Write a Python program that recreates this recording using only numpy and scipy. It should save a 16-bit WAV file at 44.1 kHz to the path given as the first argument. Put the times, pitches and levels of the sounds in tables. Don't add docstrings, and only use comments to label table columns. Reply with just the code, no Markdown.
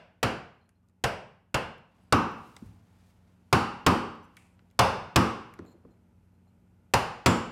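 import sys
import numpy as np
from scipy import signal
from scipy.fft import rfft, irfft, next_fast_len
from scipy.io import wavfile
from scipy.ndimage import uniform_filter1d

SR = 44100
rng = np.random.default_rng(int(sys.argv[2]) if len(sys.argv) > 2 else 0)


def generate_wav(signal):
    frames = np.transpose(np.atleast_2d(signal))
    scaled = np.clip(frames, -1, 1) * 32767
    pcm = np.round(scaled).astype(np.int16)
    wavfile.write(sys.argv[1], SR, pcm)


def linear_from_db(decibels):
    return 10 ** (np.asarray(decibels, float) / 20)


N = 331191
CUT_S = 1.945

# pitch_hz, level_db, t60_s
HULL_MODES = [(61.15, -11, 0.05), (86.7, -1.5, .2), (115.3, -15, 0.51), (130.4, -4, 0.19), (180, -5, 0.33),
              (224.2, -9, 0.54), (259.7, 0, 0.21), (327, -9, 0.41)]


def evened(x):
    return x / np.sqrt(np.mean(x ** 2) + 1e-20)


def read(points, hz):
    f, value = np.transpose(points)
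    return np.interp(np.log(hz + 1), np.log(f + 1), value)


def add(mix, start_s, sound):
    at = round(start_s * SR)
    sound = sound[max(-at, 0):]
    part = mix[max(at, 0):][:len(sound)]
    part += sound[:len(part)]


def noise(spectrum, size):
    hz = np.fft.rfftfreq(size, 1 / SR)
    return evened(irfft(rfft(rng.standard_normal(size)) * linear_from_db(read(spectrum, hz)), size))


def resonate(x, hz, width_hz):
    turn = np.exp(2j * np.pi * hz * np.arange(len(x)) / SR)
    r = np.exp(-np.pi * width_hz / SR)
    return 2 * (turn * signal.lfilter([1 - r], [1, -r], x / turn)).real


def ring(modes, t, rise_s, spread_db):
    total = 0
    for hz, db, t60 in modes:
        level_luck, pitch_luck = rng.uniform(-1, 1, 2)
        fall = linear_from_db(db + spread_db * level_luck - 60 * t / t60)
        total = total + fall * np.sin(2 * np.pi * hz * (1 + 0.016 * pitch_luck) * t)
    return total * (1 - np.exp(-(t / rise_s) ** 2))


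def colour_of(x, size):
    power = abs(rfft(x, 4096)) ** 2
    return np.sqrt(abs(uniform_filter1d(power, size)))[::8]


def tail_colour(s, square, knock):
    # pitch_hz, level_db
    wall_crack = [(300, -22.5), (1000, 9.5), (2000, 2.5), (2700, 0.5), (3700, -5), (5100, -4), (6400, -12),
                  (10000, -14.5), (13000, -21.5), (16000, -26.5)]
    # pitch_hz, glancing_db, square_db
    seating = [(267, -14.5, 11.5), (347, -8, 7.5), (640, 4.5, -10.5), (880, 1.5, -1.5), (1250, -5.5, 1.5),
               (3070, 3, 2.5), (5300, 0.5, 0)]
    # pitch_hz, level_db
    close_seam = [(420, 0), (720, 2), (1550, 5), (2200, 4), (2850, 3), (3500, -0.5)]
    # blow_s, pitch_hz, level_db
    loose_iron = [
        (1.04, 7850, 2.5),
        (1.544, 4240, 4),
        (2.126, 5600, 0.5),
        (2.126, 9000, -3),
        (4.792, 5100, 1),
        (7.261, 7230, 9),
        (7.261, 10500, 3.5),
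        (1.544, 2800, 4),
    ]
    hz = np.fft.rfftfreq(512, 1 / SR)
    colour = np.hypot(colour_of(knock, size=17), evened(linear_from_db(read(wall_crack, hz))) * linear_from_db(13.5))

    def bands(rows, width):
        return linear_from_db(sum(db * np.exp(-(np.log((hz + 1) / f) / width) ** 2) for f, db in rows))

    landing = [(f, glancing + (full - glancing) * square) for f, glancing, full in seating]
    colour *= bands(landing + (close_seam if s < CUT_S else []), 0.15)
    colour *= bands([(f, db) for at, f, db in loose_iron if round(at - s, ndigits=1) == 0], 0.09)
    treble_luck = evened(uniform_filter1d(rng.standard_normal(len(hz)), size=4))
    return colour * linear_from_db(1.7 * treble_luck * (hz > 3000))


def blow(s, strength_db, square, plank_db, mallet_db):
    # pitch_hz, level_db
    crack_colour = [(300, -26.5), (1000, -7.5), (2000, 3), (2700, 6.5), (3700, -2.5), (5100, 2),
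                    (6200, -7.5), (7700, -3.5), (10000, -17.5), (13000, -29.5), (16000, -37.5)]
    # pitch_hz, level_db, t60_s
    plank_modes = [(125, -9.5, 0.14), (241, -16, 0.083), (480, -6.5, 0.1), (533, 2, 0.035),
                   (677, 6.5, 0.029), (735, -8, 0.044)]
    # pitch_hz, level_db, t60_s
    mallet_modes = [(830, -1.5, 0.043), (1100, -0.5, 0.034), (1224, -3, 0.035), (1500, -3.5, 0.021),
                    (1910, -12, 0.013), (2200, -12, 0.016), (2720, -1.5, 0.01)]
    # pitch_hz, level_db, t60_s
    thud_modes = [(116, 6, 0.077), (90, 0, 0.058)]
    t = np.arange(SR) / SR
    crack = linear_from_db(10.0) * noise(crack_colour, len(t)) * linear_from_db(-60 * t / .022)
    crack *= 1 - np.exp(-(t / 0.0019) ** 2)
    knock = linear_from_db(plank_db - 5) * ring(plank_modes, t, 0.0023, 0.47)
    knock += linear_from_db(mallet_db - 1.5) * ring(mallet_modes, t, 0.0021, 1.5)
    twin = [(1.1 * f, db - 6.5, 0.83 * t60) for f, db, t60 in HULL_MODES]
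    glancing_db, square_db = -12, 15.5
    hull_db = glancing_db + (square_db - glancing_db) * square
    boom = linear_from_db(hull_db - 15.0) * ring(HULL_MODES + twin, t, 0.016, 0.93)
    boom += linear_from_db(9.5 * square) * ring(thud_modes, t, 0.018, 0.88)
    heard = shed(s, crack + linear_from_db(-3) * knock, tail_colour(s, square, knock))
    return s - .0013, linear_from_db(strength_db) * (heard + boom)


def mallet_blows(mix):
    # start_s, strength_db, squareness_0_1, plank_db, mallet_db
    earlier_blow = (-.24, -16, .2, 2, -6)
    # start_s, strength_db, squareness_0_1, plank_db, mallet_db
    blow_rows = [
        (0.23, -16.5, 0.66, 5, 0),
        (1.04, -18.5, 0.37, 4.5, -1),
        (1.544, -20.5, 0.53, 6.5, 2.5),
        (2.125, -17, 0.99, 7, 9.5),
        (3.528, -13.5, 0.83, 2.5, 6.5),
        (3.865, -13, 0.95, 5, 5),
        (4.792, -10.5, 0.4, 4, 4.5),
        (5.16, -11.5, 0.93, 2, 2.5),
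        (6.938, -12.5, .45, 0, 2),
        (7.261, -11.5, 0.94, 3.5, 2),
    ]
    # start_s, level_db, modes of pitch_hz, level_db, t60_s
    iron_ring = (6.938, -48, [(11770, -3, 0.31), (7100, -6, 0.59), (5100, 2, 0.28)])
    for row in [earlier_blow, *blow_rows]:
        add(mix, *blow(*row))
    s, db, modes = iron_ring
    add(mix, s, linear_from_db(db) * ring(modes, np.arange(SR // 2) / SR, .002, 0))


def tick(s, db, hz, width_hz, t60):
    t = np.arange(8000) / SR
    edges = np.clip([hz - width_hz / 2, hz + width_hz / 2], 300, 15000)
    band = signal.butter(2, edges, "band", fs=SR, output="sos")
    puff = evened(signal.sosfilt(band, rng.standard_normal(len(t))))
    puff *= linear_from_db(db - 60 * t / t60) * (1 - np.exp(-t / 0.00076))
    return s - .001, shed(s, puff, linear_from_db(-18) * colour_of(puff, size=81), size=SR // 3)


def iron_touches(mix):
    # start_s, peak_db, centre_hz
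    tick_rows = [(.692, -56.5, 7580), (.832, -77.5, 4500), (.887, -65, 7300), (.897, -67, 6900),
                 (1.782, -61.5, 8060), (2.04, -69.5, 9000), (2.316, -56, 11000), (2.338, -59, 10270),
                 (2.566, -35.5, 5070), (2.66, -59, 12000), (4.155, -64, 11000), (4.369, -42.5, 7760),
                 (4.468, -67.5, 7500), (4.593, -57.5, 3000), (4.687, -76, 7800), (4.703, -61.5, 4080),
                 (4.712, -60.5, 8620), (5.539, -49, 9000), (5.591, -46.5, 4530), (5.652, -63, 9800),
                 (5.91, -72.5, 5000)]
    # start_s, peak_db, centre_hz
    tap_rows = [
        (.691, -61, 1630),
        (.897, -68, 1500),
        (2.566, -44, 1800),
        (4.369, -41.5, 2150),
        (4.593, -58.5, 1500),
        (4.712, -65, 2200),
        (5.539, -48, 1786),
        (5.591, -40.5, 1107),
        (5.652, -61, 1750),
        (5.851, -57, 800),
    ]
    # start_s, peak_db, centre_hz
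    drag_rows = [
        (4.375, -71.5, 8300),
        (4.375, -65.5, 2310),
    ]
    for rows, width, t60 in ((tick_rows, 1, 0.0096), (tap_rows, .6, .026), (drag_rows, 0.32, 0.64)):
        for s, db, hz in rows:
            add(mix, *tick(s, db, hz, width * hz, t60))


def bump(s, db, hz, t60, hull_db):
    t = np.arange(SR // 2) / SR
    modes = [(hz, 0, t60), (.62 * hz, -9, t60), (1.6 * hz, -12, t60)]
    push = linear_from_db(db + 3) * ring(modes, t, .8 / hz, 0)
    heard = shed(s, push, linear_from_db(-9) * colour_of(push, size=9), size=len(t))
    return s - .001, heard + linear_from_db(db + hull_db) * ring(HULL_MODES, t, 0.0044, 1.7)


def hull_bumps(mix):
    # start_s, peak_db, pitch_hz, t60_s, hull_answer_db
    bump_rows = [(2.566, -43, 874, 0.02, -33), (2.621, -29.5, 200, .045, -38), (2.648, -47, 103, .6, -24),
                 (3.168, -53, 58.3, 0.089, -28), (5.591, -35, 355, 0.056, -9.5),
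                 (5.62, -41, 225, 0.06, -12), (5.65, -42.5, 373, 0.04, -18), (5.682, -49, 397, 0.038, -29),
                 (5.741, -50.5, 352, 0.088, -29), (5.851, -44, 370, 0.042, -8), (6.47, -65, 702, .04, -11)]
    for row in bump_rows:
        add(mix, *bump(*row))


def slide(modes, s, length_s, db):
    size = round(length_s * SR)
    grit = rng.standard_normal(size) * rng.exponential(1, size) * signal.windows.tukey(size, .4)
    grit = np.pad(grit, (0, 4000))
    sung = sum(linear_from_db(level_db) * evened(resonate(grit, f, width)) for f, width, level_db in modes)
    sung = linear_from_db(db) * evened(sung)
    return s, shed(s, sung, linear_from_db(-11.5) * colour_of(sung, size=5), size=SR // 3)


def iron_slides(mix):
    # pitch_hz, width_hz, level_db
    grip_modes = [
        [(4160, 34, 5), (7070, 140, 0.5), (7400, 63, -9.5), (7690, 35, -18), (11700, 39, -9), (13300, 40, -9)],
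        [(6040, 29, -2), (7500, 60, -6), (8540, 49, -10), (9490, 60, -10), (10400, 60, -14), (12400, 66, -10)],
        [(2860, 150, -1), (4780, 60, -2.5), (7800, 61, -6.5), (8935, 40, -7), (10920, 45, -6)],
        [(1190, 33, 0)],
        [(4200, 50, 6), (9000, 93, -9)],
    ]
    # start_s, length_s, level_db
    slide_rows = [
        [(5.66, 0.082, -77.5), (5.905, 0.018, -91), (6.34, .025, -99), (6.475, 0.023, -94)],
        [(4.228, .03, -83)],
        [(2.009, .025, -88.5), (2.04, .06, -92)],
        [(0.834, 0.022, -89.5)],
        [(.612, 0.061, -90), (.752, 0.023, -97)],
    ]
    for modes, rows in zip(grip_modes, slide_rows):
        for row in rows:
            add(mix, *slide(modes, *row))


def rustle():
    # height_s, level_db, half_length_s, brightness_db_per_decade
    strokes = [(1.966, -83, 0.051, 1.5), (2.092, -82, 0.15, -6), (2.456, -66, .07, 11.5),
               (2.648, -70, 0.088, 13), (2.983, -73.5, 0.095, 5.5), (3.107, -77, .04, 13),
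               (3.3, -79, 0.09, 1.5), (3.493, -81, 0.053, 5), (4.414, -71, .05, 7), (4.436, -98, 0.14, -16),
               (4.647, -83.5, 0.087, 0), (5.64, -77.5, .07, -14.5), (5.894, -90, .07, -17),
               (2.753, -93.5, .12, -16.5)]
    # pitch_hz, level_db
    cloth_colour = [(150, -45), (380, -4.5), (700, 10.5), (978, 7.5), (1390, 3.5), (2530, -1.5),
                    (10600, -15.5), (16000, -24)]
    hz, t, z = signal.stft(noise(cloth_colour, next_fast_len(N)), SR, nperseg=256)
    flicker = evened(uniform_filter1d(rng.standard_normal(len(t)), size=4))
    decades = np.log10((hz[:, None] + 1) / 5000)
    field = sum(linear_from_db(db + bright_db * decades) / np.cosh(1.1 * (t - s) / half)
                for s, db, half, bright_db in strokes)
    return signal.istft(z * field * linear_from_db(3 + 1.4 * flicker), SR, nperseg=256)[1][:N]


def air():
    # pitch_hz, level_db
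    air_colour = [(15, -54.5), (25, -18.5), (80, -2), (135, -8.5), (187, -9), (410, -18), (787, -25),
                  (854, -20.5), (1120, -31), (1430, -26.5), (1640, -33.5), (2460, -34), (3810, -43),
                  (13300, -45), (16500, -70)]
    # pitch_hz, rms_db
    fan_lines = [(57.5, -75), (90.2, -66), (112, -73), (180.4, -68), (225.5, -76), (241, -78.5),
                 (300.6, -83), (963, -98), (1443, -99)]
    t = np.arange(N) / SR
    out = linear_from_db(-59.5 - 6.5) * noise(air_colour, next_fast_len(N))[:N]
    for hz, db in fan_lines:
        steady = np.sqrt(2) * np.sin(2 * np.pi * (hz * t + rng.random()))
        waver = evened(resonate(rng.standard_normal(N), hz, 2.8))
        out += linear_from_db(db) * (steady + 0.16 * waver)
    return out * shot_gain()


def shed(s, x, colour, size=SR):
    # pitch_hz, t60_s
    shed_decay = [(60, 0.6), (160, 0.76), (420, 0.59), (1100, 0.63), (2900, 0.62), (7700, 0.48),
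                  (11500, .35), (15500, .3)]
    taps = np.zeros(size)
    at = np.arange(0, size - 12, 12)
    taps[at + rng.integers(0, 12, len(at))] = rng.choice([-1., 1.], len(at))
    hz, t, z = signal.stft(taps, SR, nperseg=512)
    t60 = read(shed_decay, hz)[:, None] * (0.84 if s < CUT_S else 1)
    fall = linear_from_db(-60 * t / t60) + 3.6 * linear_from_db(-60 * t / 0.054)
    tail = signal.istft(z * colour[:, None] * fall, SR, nperseg=512)[1][:size]
    tail *= linear_from_db(-18.0) * (1 - np.exp(-(np.arange(size) / SR / 0.0014) ** 2))
    add(tail, 0, x)
    return tail


def shot_gain():
    return linear_from_db(np.where(np.arange(N) < CUT_S * SR, -6, 0))


def scene():
    mix = air()
    mallet_blows(mix)
    iron_touches(mix)
    hull_bumps(mix)
    iron_slides(mix)
    return (mix + rustle())[None]


def low_pass(x):
    return signal.sosfilt(signal.butter(12, 16840, fs=SR, output="sos"), x)


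def record(dry):
    ceiling = .205 * shot_gain()
    u = signal.lfilter(*signal.butter(2, 45, "high", fs=SR), dry) / ceiling
    clipped = ceiling * u / (1 + abs(u) ** 8) ** (1 / 8)
    treble_edge = signal.firwin(127, 16200, fs=SR)
    return low_pass(signal.oaconvolve(clipped, treble_edge[None], "same"))


dry = scene()
out = record(dry)
generate_wav(out)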